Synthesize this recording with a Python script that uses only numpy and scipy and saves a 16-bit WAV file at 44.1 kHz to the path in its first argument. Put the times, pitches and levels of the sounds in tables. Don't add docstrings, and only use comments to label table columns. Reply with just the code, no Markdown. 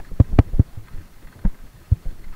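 import sys
import numpy as np
from scipy import signal
from scipy.fft import rfft, irfft
from scipy.io import wavfile

SR = 44100
rng = np.random.default_rng(int(sys.argv[2]) if len(sys.argv) > 2 else 0)


def level_to_linear(level):
    exponent = np.asarray(level, float) / 20
    return 10 ** exponent


def output_pcm(signal):
    pcm = np.clip(np.atleast_2d(signal).T, -1, 1) * 32767
    wavfile.write(sys.argv[1], SR, np.round(pcm).astype(np.int16))


N = 103635


def rms_one(x):
    return x / np.sqrt(np.mean(x ** 2) + 1e-20)


def low(x, hz, order=2):
    return signal.sosfilt(signal.butter(order, min(hz, 0.4 * SR), fs=SR, output="sos"), x)


def drift(rate_hz):
    r = np.exp(-2 * np.pi * rate_hz / SR)
    settled = signal.lfilter([1], [1, -2 * r, r * r], rng.standard_normal(N + SR))[SR:]
    return rms_one(settled)


def ring(drive, hz, t60):
    r = level_to_linear(-60 / (t60 * SR))
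    w = 2 * np.pi * hz / SR
    return signal.lfilter([0, np.sin(w)], [1, -2 * r * np.cos(w), r * r], drive + 1e-18)


def burst(start, rise_ms, fall_ms):
    ms = (np.arange(N) / SR - start) * 1000
    return np.exp(-np.where(ms < 0, -ms / rise_ms, ms / fall_ms))


def swings(start, lengths_ms, heights):
    t = np.arange(N) / SR - start
    edges = np.cumsum([0, *lengths_ms]) / 1000
    turns = np.interp(t, edges, np.arange(len(edges)))
    height = np.interp(turns, np.arange(len(heights)) + 0.5, heights)
    return height * np.sin(np.pi * turns)


def banded_noise(spectrum, patchy_db, patch_hz):
    hz, db = np.transpose(spectrum)
    settle = 4410
    together = drift(patch_hz)
    white = rng.standard_normal((2, N + settle))
    edges = hz[0] * 2 ** np.arange(0, np.log2(hz[-1] / hz[0]), 1 / 3)
    out = 0
    for k, (bottom, top) in enumerate(zip(edges, edges[1:])):
        sos = signal.butter(2, [bottom, top], "band", fs=SR, output="sos")
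        band = signal.sosfilt(sos, white[k % 2])[settle:]
        band_db = np.interp(np.log(bottom * top) / 2, np.log(hz), db)
        flicker_db = patchy_db * (together + 1.07 * drift(patch_hz))
        out = out + band * level_to_linear(band_db + flicker_db)
    return rms_one(out)


def tyres():
    # time in seconds, level in dB.
    roughness = [(0.0, -33), (0.11, -50), (0.31, -40.5), (0.46, -46.5), (0.79, -48.5), (0.87, -47),
                 (1.01, -47.5), (1.28, -55.5), (1.46, -54), (1.79, -52), (1.99, -46), (2.15, -46.5),
                 (2.35, -49)]
    # frequency in Hz, density in dB per Hz.
    rumble_spectrum = [(8.8, -39), (15, 4.5), (37, -8), (177, -14), (241, -22.5), (296, -20), (369, -30.5),
                       (900, -45), (1170, -62), (1980, -120)]
    # frequency in Hz, density in dB per Hz.
    roll_spectrum = [(180, -26), (300, -8.5), (371, 6.5), (421, -8), (605, -5), (1570, -9.5), (2430, -14.5),
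                     (4220, -19), (6000, -22), (7800, -22), (13200, -120)]
    s, db = np.transpose(roughness)
    rough_db = np.interp(np.arange(N) / SR, s, db)
    rumble = level_to_linear(rough_db + 7.5) * banded_noise(rumble_spectrum, patchy_db=3.54, patch_hz=7.6)
    roll_db = -57.5 + 0.16 * (rough_db - rough_db.mean())
    roll = level_to_linear(roll_db) * banded_noise(roll_spectrum, patchy_db=0.8, patch_hz=20)
    return rumble + roll


def heaves():
    # start in seconds, peak in dB, rise and fall in ms, dip before and sag after as shares of the peak.
    bumps = [(-.035, -16.5, 8.5, .2, 0.7), (.118, -19.5, 21.7, .1, 0.45), (0.3375, -13.5, 24, 0.33, 0.67),
             (0.544, -12, 25, 0.5, 0.36), (0.731, -29.5, 59, 0.18, .7), (.944, -23, 27.3, 0.38, 0.43),
             (1.119, -41.5, 40, .3, 1.4), (1.245, -31.5, 25, 0.53, 0.23), (1.4601, -8.5, 18.5, 0.56, 0.24),
             (1.6, -32.5, 24, 0.13, .9), (2.068, -15.5, 23.7, 0.34, 0.33), (2.143, -31.5, 47, 0.13, 0.77),
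             (2.209, -41.5, 31, 0.75, 2.8), (2.269, -24.5, 33, 0.18, 0.79)]
    dip_ms, sag_peak_ms, sag_ms, rise_share = 12, 5, 22, 0.27
    t = np.arange(N) / SR
    out = 0
    for s, db, ms, dip, sag in bumps:
        since = (t - s) * 1000
        after = np.maximum(since - ms, 0)
        tail = (1 - np.exp(-after / sag_peak_ms)) * np.exp(-after / sag_ms) * 2
        turns = np.interp(since, [-dip_ms, 0, rise_share * ms, ms], [-1, 0, 0.5, 1])
        swell = np.sin(np.pi * turns) * np.where(turns < 0, dip, 1)
        swell = np.where(turns > 0.5, np.abs(swell) ** 0.66, swell)
        out = out + level_to_linear(db) * (swell - sag * tail)
    return low(out, 450)


def grinds():
    # peak time in seconds, level in dB, rise in ms, fall in ms, brightness in Hz.
    loads = [(.001, -36, 0.41, 4.4, 1500), (0.117, -40, 6.1, 5.6, 490), (0.198, -30.5, 2.3, 11, 890),
             (0.329, -40, 9, 30, 560), (0.389, -11, 1, 3, 1490), (.405, -37.5, 3, 14, 830),
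             (0.537, -39, 5.7, 20, 544), (0.594, -44.5, 9, 21, 856), (.775, -41, 4.6, 17, 377),
             (1.229, -43, 5.2, 21, 473), (1.368, -45.5, 24, 75, 430), (1.453, -33.5, 8.8, 12, 1090),
             (.97, -51.5, 20, 64, 487), (0.6, -27.5, 2.5, 8.6, 436), (1.923, -39, 6.5, 7.2, 650),
             (1.53, -48, 38, 79, 272), (2.06, -43, 4.4, 21, 580), (2.125, -56, 5, 17, 500)]
    grit = rng.standard_normal(N)
    out = 0
    for s, db, rise_ms, fall_ms, hz in loads:
        out = out + level_to_linear(db) * burst(s, rise_ms, fall_ms) * rms_one(low(grit, hz, order=3))
    return signal.sosfilt(signal.butter(2, 204, "high", fs=SR, output="sos"), out)


def ticks():
    # time in seconds, peak in dB.
    taps = [(0.0463, -33), (0.0897, -42), (0.8719, -33.5), (0.8824, -32), (0.9467, -44), (0.9757, -38),
            (1.0705, -40), (1.2236, -37.5), (1.2444, -42), (1.2715, -31.5), (1.2844, -40), (1.3254, -34.5),
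            (1.3894, -37), (1.4496, -45), (1.4969, -38), (1.5439, -36), (1.5883, -41.5), (2.2413, -32.5),
            (2.2802, -42.5), (2.3261, -34), (2.3361, -38)]
    # frequency in Hz, level in dB, t60 in seconds.
    modes = [(1012, -6.5, 0.025), (1266, -7.5, 0.047), (1568, -6.5, 0.024), (1828, -2.5, 0.011),
             (2052, -8.5, 0.019), (2610, -16, 0.017), (3430, -18, 0.011), (4300, -16.5, 0.018)]
    luck = rng.standard_normal((len(taps), len(modes)))
    shapes = np.array([level_to_linear(db - 9) * burst(s, rise_ms=0.5, fall_ms=5) for s, db in taps])
    chatter = level_to_linear(-61 + 4 * drift(37))
    out = 0
    for k, (hz, level_db, t60) in enumerate(modes):
        tapping = level_to_linear(1.8 * luck[:, k]) @ shapes
        tilt_db = 5.5 * np.log2(hz / 1500)
        drive = tapping + chatter * level_to_linear(0.94 * drift(14) + tilt_db)
        scratch = level_to_linear(level_db) * drive * rng.standard_normal(N) / 10
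        out = out + ring(scratch, hz, t60)
    return out


def shudders():
    # start in seconds, level in dB, frequency in Hz, t60 in seconds, first direction as a sign.
    blows = [(.118, -28, 166, 0.048, 1), (0.3297, -21, 177, 0.038, -1), (0.382, -17, 194, 0.02, -1),
             (0.534, -22, 161, 0.025, -1), (.5835, -22, 181, .03, -1), (0.7724, -22.5, 105.7, 0.12, 1),
             (.936, -33, 129, 0.055, 1), (0.982, -28, 83.6, 0.15, -1), (1.355, -35.5, 110, 0.14, 1),
             (1.377, -37.5, 97, 0.29, 1), (1.418, -32.5, 103, 0.082, -1), (1.4499, -9.5, 189.7, 0.066, -1),
             (1.752, -33.5, 89, 0.057, 1), (2.054, -25.5, 136, .08, -1), (2.125, -26, 95, 0.032, 1)]
    out = 0
    for s, db, hz, t60, way in blows:
        click = np.zeros(N)
        click[int(s * SR)] = np.sign(way) * level_to_linear(db)
        out = out + ring(click, hz, t60)
    return low(low(out, 270), 1050)


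def knocks():
    # time in seconds, peak in dB, first swing in ms, first swing in dB, rebound in dB.
    jolts = [
        (.2060, 4, 2.8, 1, -2.8),
        (.3936, 9, 2.05, 9, 0),
        (.6014, 0, 3.0, -2.2, -6.2),
        (1.9258, -3.3, 5.4, -8, -8.7),
    ]
    push_ms, rebound_ms, wobble_ms = 5.3, 6.2, 4
    sharp_hz = 1800
    out = 0
    for s, db, first_ms, first_db, rebound_db in jolts:
        quick = (jolts[1][2] / first_ms) ** 2
        filter_delay = 0.22 / (sharp_hz * quick)
        start = s - (first_ms + push_ms / 2) / 1000 - filter_delay
        lengths = [first_ms, push_ms, rebound_ms]
        swing = swings(start, lengths, level_to_linear([first_db, db, rebound_db]))
        wobble = level_to_linear(min(rebound_db, -2.5)) * 0.2 * 0.62 ** np.arange(6)
        swing -= swings(start + sum(lengths) / 1000, [wobble_ms] * 6, wobble)
        wind_up = 0.22 * quick * np.array([0.5, 1.1])
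        swing += swings(start - 0.0022, [1.2, 1.0], wind_up)
        out = out + low(swing, sharp_hz * quick)
    return out


def scene():
    return (tyres() + heaves() + grinds() + ticks() + shudders() + knocks())[None]


def band_limit(x):
    return signal.sosfilt(signal.butter(12, 16650, fs=SR, output="sos"), x)


def record(dry):
    hiss = level_to_linear(-59) * rms_one(signal.lfilter([1, -0.12], [1], rng.standard_normal(dry.shape)))
    passed = np.arange(N // 2 + 1) * SR / N < 15750
    limited = irfft(rfft(dry + hiss) * passed, N)
    ceiling = 0.707
    return band_limit(np.clip(limited, -ceiling, ceiling))


dry = scene()
out = record(dry)
output_pcm(out)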